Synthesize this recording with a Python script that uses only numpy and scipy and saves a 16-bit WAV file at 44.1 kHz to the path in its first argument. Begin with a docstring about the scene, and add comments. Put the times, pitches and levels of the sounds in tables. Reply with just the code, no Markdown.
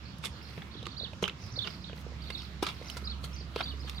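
"""A horse walks through wet mud, outdoors, heard from a stereo microphone at the saddle.
From the start, small birds chirp on the right over low rumbling air and a distant engine's hum.
Soft steps come first: the ground thuds, and hooves pulling free suck, crackle and plop.
At 1.2 s a fore hoof slaps shut a pocket of air and throws slurry. The engine swells at 2 and 3 s;
two more slaps land at 2.6 and 3.6 s, and the birds swing toward the middle as the rider turns."""
import sys
import numpy as np
from scipy import signal
from scipy.io import wavfile

SR = 44100
rng = np.random.default_rng(int(sys.argv[2]) if len(sys.argv) > 2 else 0)


def materialize(psi):
    """Save the field psi as 16-bit PCM at rate SR to the path in sys.argv[1].

    A 1-D psi becomes a single channel; in a 2-D psi each row is a channel.
    """
    bounded = np.clip(np.atleast_2d(psi).T, -1, 1)
    quanta = np.round(bounded * 32767).astype(np.int16)
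    wavfile.write(sys.argv[1], SR, quanta)


N = 176400
T = np.arange(N) / SR


def from_db(db):
    """Decibels to gain."""
    return 10 ** (np.asarray(db) / 20)


def unit_rms(x):
    """Scale to unit power."""
    return x / np.sqrt(np.mean(x ** 2) + 1e-20)


def at_hz(points, hz):
    """Read a spectrum on a log-frequency axis."""
    freqs, values = np.transpose(points)
    return np.interp(np.log(hz), np.log(freqs), values)


def in_time(points):
    """Read a curve at every sample."""
    return np.interp(T, *np.transpose(points))


def pan(db):
    """Left and right gains of mean 1; db is left minus right."""
    gains = from_db([[db / 2], [-db / 2]])
    return gains / gains.mean()


def drift(per_s, size=N):
    """Smooth random wander of spread about 1."""
    return np.interp(np.arange(size) / SR * per_s, np.arange(4096), rng.standard_normal(4096))


def stereo_pair(a, b, likeness):
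    """Two unrelated signals become a partly alike left and right."""
    likeness = np.clip(likeness, -.99, .99)
    mid, side = np.sqrt(1 + likeness) * a, np.sqrt(1 - likeness) * b
    return np.array([mid + side, mid - side])


def add(out, start_s, x):
    """Mix a sound in at start_s."""
    i = int(round(start_s * SR))
    lo, hi = max(i, 0), min(i + x.shape[-1], N)
    out[..., lo:hi] += x[..., lo - i:hi - i]


def echoes(x, t60_s):
    """Diffuse scatter from the surroundings, different on each side of the microphone."""
    t = T[:SR // 2]
    tail = rng.standard_normal((2, len(t))) * from_db(-60 * t / t60_s) * (1 - np.exp(-t / .008))
    return signal.fftconvolve(x, tail / np.sqrt(np.sum(tail ** 2) / 2), axes=1)[:, :N]


# open air all around: freq_hz, band_level_db
AIR_SPECTRUM = [(40, -77.5), (60, -62), (95, -55.5), (170, -52.5), (260, -59.5), (400, -66), (750, -67),
                (1150, -60.5), (1700, -64), (2500, -63.5), (4500, -63), (6300, -70.5), (8500, -82),
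                (15000, -84.5)]
# how alike it is on the two sides of the microphone: freq_hz, correlation
AIR_CORRELATION = [(60, 0.75), (300, 0.98), (700, 0.59), (1500, 0)]
# where it sits, mostly to the right: freq_hz, left_minus_right_db
AIR_BALANCE = [(60, -6.5), (200, -1.5), (1000, -5.5), (3000, -7.5), (6000, 0), (12000, 2)]


def air():
    """Outdoor rumble and faint hiss in third-octave bands that flicker on their own."""
    out, white = 0, rng.standard_normal((2, 2, N))
    for k, hz in enumerate(1000 * 2 ** (np.arange(-15, 13) / 3)):
        bandpass = signal.butter(2, [hz / 2 ** (1 / 6), hz * 2 ** (1 / 6)], "band", fs=SR, output="sos")
        band = stereo_pair(*signal.sosfilt(bandpass, white[k % 2]), at_hz(AIR_CORRELATION, hz))
        level_db = at_hz(AIR_SPECTRUM, hz) + 2.36 * drift(per_s=14)
        out += unit_rms(band) * pan(at_hz(AIR_BALANCE, hz)) * from_db(level_db)
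    return out


# the far engine's slowly sinking note: time_s, pitch_hz
ENGINE_PITCH = [(1.2, 72), (1.85, 69), (3.75, 68.5), (4, 66)]
# its swells at the microphone: time_s, level_db
ENGINE_LEVEL = [(1.3, -53), (1.9, -50.5), (2.05, -45), (2.56, -46.5), (2.82, -53), (3.07, -41),
                (3.58, -46.5), (3.75, -42), (4, -44.5)]
# its harmonics: pitch_multiple, relative_db
ENGINE_HARMONICS = [(1, 1), (2, -13.5), (3, -23), (4, -25)]


def engine():
    """An engine far off to the right: a low hum with weak, wavering overtones."""
    phase = 2 * np.pi * np.cumsum(in_time(ENGINE_PITCH)) / SR
    hum = sum(from_db(db + 1.3 * k * drift(per_s=14)) * np.sin(k * phase) for k, db in ENGINE_HARMONICS)
    return np.sqrt(2) * hum * from_db(in_time(ENGINE_LEVEL)) * pan(db=-6.5)


# the outline of one chirp: time_s, pitch_hz, relative_db
CHIRP_SHAPE = [(0, 3490, 0), (.009, 4300, -4.5), (.018, 4730, 0), (.028, 4735, -6), (.038, 3670, 6.5),
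               (0.042, 3920, 1), (0.049, 3420, -6.5), (.062, 4050, 1.5), (.072, 4500, -3.5),
               (.084, 3500, 2), (.10, 2876, -11.5)]


def chirp(level_db, pitch_ratio, distance_db):
    """A nearly pure tone that arches twice, with small kinks of its own, blurred by distance."""
    times, pitches, shape_db = np.transpose(CHIRP_SHAPE)
    t = T[:SR // 9]
    blur_hz = (70 + 17 * distance_db) * drift(900, len(t))
    kinks_hz = 80 * drift(130, len(t))
    hz = pitch_ratio * np.interp(t, times, pitches) + blur_hz + kinks_hz
    waver_db = 3.4 * drift(200, len(t))
    gain = from_db(level_db + np.interp(t, times, shape_db) + waver_db) * signal.windows.tukey(len(t), .1)
    return np.sqrt(2) * gain * np.sin(2 * np.pi * np.cumsum(hz) / SR)


# small birds, near and far: start_s, level_db, pitch_ratio
BIRD_CALLS = [(0.02, -60, 1.14), (0.299, -58, 1.11), (.415, -55, 1.12), (0.471, -62, 1.13),
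              (0.71, -52, 0.96), (.85, -52.5, 1.01), (0.964, -41, 1), (1.404, -56.5, 1.28),
              (1.504, -54, 1.27), (1.555, -38.5, 0.96), (1.667, -55.5, 1.22), (1.807, -51.5, 1.03),
              (2.205, -51.5, 0.98), (2.315, -45, 0.97), (2.367, -52.5, 1.17), (2.73, -56, 1.05),
              (2.848, -53.5, 1.27), (3.038, -43.5, 1.045), (3.327, -52, 1.276), (3.624, -41, 1),
              (3.788, -52.5, 1.1), (3.945, -47, 0.99)]
# they swing toward the middle as the rider turns: time_s, left_minus_right_db
BIRD_BALANCE = [(2.4, -9.5), (3.0, -4.5)]
NEAR_BIRD_DB, RIGHT_LAG_S = -45, .0004


def birds():
    """Calls from the right; the fainter the bird, the further off, and the more it dissolves in scatter."""
    direct, scattered = np.zeros((2, N))
    for start_s, level_db, pitch_ratio in BIRD_CALLS:
        distance_db = max(NEAR_BIRD_DB - level_db, 0)
        scatter = from_db(-9 + .7 * distance_db)
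        call = chirp(level_db, pitch_ratio, distance_db) / np.hypot(1, scatter)
        add(direct, start_s, call)
        add(scattered, start_s, scatter * call)
    sides = from_db(np.outer([.5, -.5], in_time(BIRD_BALANCE)))
    lagged = np.interp(T - RIGHT_LAG_S, T, direct)
    return sides * np.array([direct, lagged]) + echoes(sides * scattered, t60_s=.3)


# the colour of bursting mud: freq_hz, band_level_db
MUD_SPECTRUM = [(350, -5), (700, -13.5), (1050, -3), (1450, -3.5), (1780, -5.5), (2400, 0), (4000, 0.5),
                (6000, -15), (9000, -23), (15000, -38)]
# how it reaches the microphone: freq_hz, left_minus_right_db
MUD_BALANCE = [(1200, -0.5), (2500, -7), (4500, -6.5), (8000, 2.5), (12000, 31)]
MUD_Q, RING_WIDTH_OCTAVES, TREBLE_HZ, SQUELCH_BURSTS_PER_S = 6.7, .079, 4730, 2200
SPRAY_Q, SPRAY_FROM_HZ, SPRAY_LAG_S = 1.8, 6500, .0019


def mud_bursts(envelope, per_s, ring_hz, ring_db=8.5, treble_db=0):
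    """Tiny bursts ring the mud's small cavities; the finest spray lags behind as a hiss."""
    n, centres = len(envelope), np.geomspace(350, 15000, 26)
    density = per_s / SQUELCH_BURSTS_PER_S
    bursts = (rng.random(n) < per_s / SR) * from_db(3.6 * np.minimum(rng.exponential(1, n), 3))
    drive = (bursts + .073 * density) * envelope  # a little noise fills the gaps
    pole = np.exp(-1 / (SPRAY_LAG_S * SR))
    spray = signal.lfilter([1 - pole], [1, -pole], envelope) * density
    ring = np.exp(-(np.log2(centres / ring_hz) / RING_WIDTH_OCTAVES) ** 2 / 2)
    shelf = 1 / (1 + (TREBLE_HZ / centres) ** 4)
    patchy_db = 4 * rng.standard_normal(len(centres))
    gains = from_db(at_hz(MUD_SPECTRUM, centres) + ring_db * ring + treble_db * shelf + patchy_db)
    cavities_hz = centres * rng.uniform(.95, 1.05, len(centres))
    out = 0
    for hz, gain in zip(cavities_hz, gains / np.linalg.norm(gains)):
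        is_spray = hz > SPRAY_FROM_HZ
        kicks = stereo_pair(*rng.standard_normal((2, n)), likeness=.39) * (drive + spray * is_spray)
        cavity = np.concatenate(signal.iirpeak(hz, SPRAY_Q if is_spray else MUD_Q, SR))
        ringing = unit_rms(signal.sosfilt([cavity, cavity], kicks + 1e-18))
        out += gain * pan(at_hz(MUD_BALANCE, hz)) * ringing
    return out * np.sqrt(np.mean(envelope ** 2))


# mud creeps under a loaded hoof, faint from the saddle: centre_s, width_s, crackle_db, sizzle_db
OOZE_SWELLS = [(0.546, 0.11, -57, -60.5), (1.446, 0.037, -58.5, -62), (1.69, .07, -57, -59),
               (1.989, 0.025, -60.5, -56), (2.371, 0.12, -60, -59), (2.715, .05, -57.5, -59.5),
               (2.936, 0.098, -54, -56.5), (3.281, 0.06, -61, -59.5), (3.627, 0.075, -56.5, -58),
               (3.93, 0.084, -57.5, -58.5)]


def ooze():
    """Slow sticky crackle and a fine wet sizzle swell and fade as the weight shifts."""
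    crackle, sizzle = np.zeros((2, N))
    for centre_s, width_s, crackle_db, sizzle_db in OOZE_SWELLS:
        swell = np.exp(-((T - centre_s) / width_s) ** 2 / 2)
        crackle += from_db(crackle_db) * swell
        sizzle += from_db(sizzle_db - 3) * swell
    return (mud_bursts(crackle, per_s=330, ring_hz=2036)
            + mud_bursts(sizzle, per_s=330, ring_hz=TREBLE_HZ, ring_db=0, treble_db=27))


def damped_tone(hz, t60_s, rise_s, glide_per_s=0):
    """A tone rings and dies; with a glide it rises in pitch like a closing pocket of air."""
    t = T[:SR // 3]
    tone = np.sin(2 * np.pi * hz * (t + glide_per_s * t * t / 2))
    return tone * (1 - np.exp(-t / rise_s)) * from_db(-60 * t / t60_s)


# the ground below the horse: start_s, level_db, pitch_hz
GROUND_THUDS = [(.183, -37.5, 161), (1.227, -33, 190), (0.303, -30.5, 77.3), (.575, -30.5, 155),
                (1.434, -28, 99.4), (1.52, -30.5, 110), (1.585, -32, 112), (1.665, -35.5, 179.6),
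                (2.299, -37, 168), (3.242, -36, 152)]


def thuds():
    """Soft ground gives under the weight with a low, rounded note."""
    out = np.zeros(N)
    for start_s, level_db, hz in GROUND_THUDS:
        add(out, start_s, from_db(level_db + 4.5) * damped_tone(hz, t60_s=.12, rise_s=.016))
    return out


# larger bubbles around the hooves: start_s, level_db, pitch_hz
BUBBLE_PLOPS = [(.577, -39, 431), (.753, -39.5, 313), (.828, -41.5, 458), (.868, -39, 390),
                (1.010, -41.5, 570), (1.033, -39.5, 447.2), (2.628, -39, 733.6), (1.133, -41, 570),
                (1.310, -47, 431), (1.576, -38.5, 518), (3.41, -44, 400), (1.896, -43, 556),
                (1.930, -40, 445), (2.065, -37, 440), (2.120, -44, 495), (2.302, -39.5, 437),
                (2.814, -38, 469), (2.966, -41, 464), (3.026, -42, 398), (3.239, -43, 444),
                (3.605, -30, 714), (3.738, -45.5, 413), (3.846, -43, 456)]
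BUBBLE_GLIDE_PER_S = 6.2


def plops():
    """Each bubble rings briefly with one weak overtone, rising as it closes."""
    out = np.zeros(N)
    for start_s, level_db, hz in BUBBLE_PLOPS:
        low, high = [damped_tone(f, t60_s=.022, rise_s=.00067, glide_per_s=BUBBLE_GLIDE_PER_S)
                     for f in (hz, 1.58 * hz)]
        add(out, start_s, from_db(level_db + 6.5) * (low - from_db(-13.5) * high))
    return out


# wet mud bursts into tiny bubbles, a horse's height below the microphone:
# peak_s, level_db, rise_s, fall_s, ring_hz, treble_db, left_minus_right_db
MUD_SQUELCHES = [(0.184, -53, 0.00084, 0.0037, 11000, 38, -3), (0.239, -31, 0.0016, 0.0028, 1205, -10, 2),
                 (.254, -31.5, 0.009, 0.01, 2070, 20, -3.5), (.578, -42, 0.00073, 0.0097, 1930, -6, 5),
                 (0.619, -39, 0.00079, 0.0053, 1950, -6, 4), (.828, -38, 0.00044, 0.0028, 3160, 10, 5),
                 (0.8562, -36.5, .0006, 0.0017, 2850, 13, 3), (0.867, -28, 0.001, 0.0012, 1230, 8.5, -1),
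                 (1.133, -42, 0.0005, 0.0022, 2630, 3, -2), (1.228, -29, 0.0032, 0.0086, 1380, 10.5, 7),
                 (1.2399, -24.5, 0.00038, 0.0012, 3050, -12, -20), (1.258, -30.5, 0.01, 0.0032, 2890, 0, 1),
                 (1.2787, -26.5, 0.00089, 0.0021, 1450, 12, 2.5),
                 (1.286, -29, 0.00038, 0.0014, 2820, -6, -5), (1.296, -30.5, .0005, 0.0016, 3030, 0, 4),
                 (1.645, -42.5, 0.0018, 0.042, 1368, -8, -1), (1.673, -29.5, 0.0025, 0.0033, 2670, 2, -3.5),
                 (1.896, -40, .0005, 0.0019, 1394, -3, 3), (1.930, -41.5, 0.00032, 0.003, 2650, -1, 10),
                 (2.3025, -31.5, 0.00076, 0.0043, 2080, 11.5, -0.5),
                 (2.419, -40.5, 0.00054, 0.0026, 2920, 20, -1), (2.627, -25.5, 0.0018, 0.0071, 976, 15, 4),
                 (2.642, -36, 0.0064, 0.018, 1400, 12, -5), (2.666, -26.5, 0.00084, 0.007, 1230, 10, 0),
                 (2.6769, -35.5, 0.00082, 0.0022, 1100, 27, 0), (2.688, -33, 0.003, 0.015, 1340, 11, 1.5),
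                 (2.899, -34.5, 0.00029, 0.0035, 2970, 25, -3.5),
                 (2.969, -35, 0.0008, 0.007, 1450, 21.5, -3), (3.246, -37.5, 0.0083, 0.0093, 1310, 19, 2),
                 (3.56, -31, 0.0016, 0.004, 2520, 12, 4), (3.588, -37, 0.02, 0.031, 1380, 4, 2),
                 (3.607, -25, 0.00063, 0.0043, 1340, -12, 1), (3.882, -42.5, 0.0087, 0.02, 1400, 13, -1),
                 (3.8961, -30.5, 0.00039, 0.0024, 3500, 22.5, 1.5)]


def squelches():
    """Each squelch swells and dies as a spray of bursts; an abrupt one is mostly one bubble popping."""
    out, lead_s = np.zeros((2, N)), .05
    t = T[:SR // 6] - lead_s
    for peak_s, level_db, rise_s, fall_s, ring_hz, treble_db, pan_db in MUD_SQUELCHES:
        envelope = np.exp(np.minimum(t / rise_s, -t / fall_s))
        gain = from_db(level_db - 1) * pan(pan_db)
        slurry = mud_bursts(envelope, SQUELCH_BURSTS_PER_S, ring_hz, treble_db=treble_db)
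        add(out, peak_s - lead_s, gain * slurry)
        abruptness = np.exp(-rise_s / .0015)
        pop = from_db(17) * damped_tone(ring_hz, t60_s=.006, rise_s=.0009, glide_per_s=BUBBLE_GLIDE_PER_S)
        add(out, peak_s, gain * pan(at_hz(MUD_BALANCE, ring_hz)) * abruptness * pop)
    return out


# fore hooves land flat, just ahead of the saddle: start_s, level_db, pitch_hz, t60_s, thud_relative_db
HOOF_SLAPS = [(1.2265, -20, 423, 0.02, 0), (2.6266, -19, 341, 0.02, -26.5), (3.5613, -22, 437, 0.019, -22)]
# the ring of the trapped air: pitch_ratio, relative_db, t60_ratio
POCKET_MODES = [(1, 2.5, 1.0), (1.3, -12, 1.2), (2.2, -6, .9), (2.8, -13, 1.3)]


def slaps():
    """A hoof shuts a pocket of air, which rings and rises in pitch over a short thud."""
    out = np.zeros(N)
    for start_s, level_db, hz, t60_s, thud_db in HOOF_SLAPS:
        for pitch_ratio, mode_db, t60_ratio in POCKET_MODES:
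            mode = damped_tone(hz * pitch_ratio, t60_s * t60_ratio, rise_s=.0015, glide_per_s=13.5)
            add(out, start_s, from_db(level_db + mode_db + 5) * mode)
        add(out, start_s, from_db(level_db + thud_db) * damped_tone(hz=200, t60_s=.031, rise_s=.0015))
    return out


def scene():
    """Close steps with their faint scatter, among birds, engine and air."""
    hooves = (thuds() + plops() + slaps()) * pan(db=-4)
    steps = squelches() + ooze() + hooves
    return steps + from_db(-13) * echoes(steps, t60_s=.14) + birds() + engine() + air()


def record(dry, cutoff_hz=15800):
    """The microphone's signal is cut steeply at the top."""
    return signal.sosfilt(signal.ellip(10, .2, 90, cutoff_hz, fs=SR, output="sos"), dry)


dry = scene()
out = record(dry)
materialize(out)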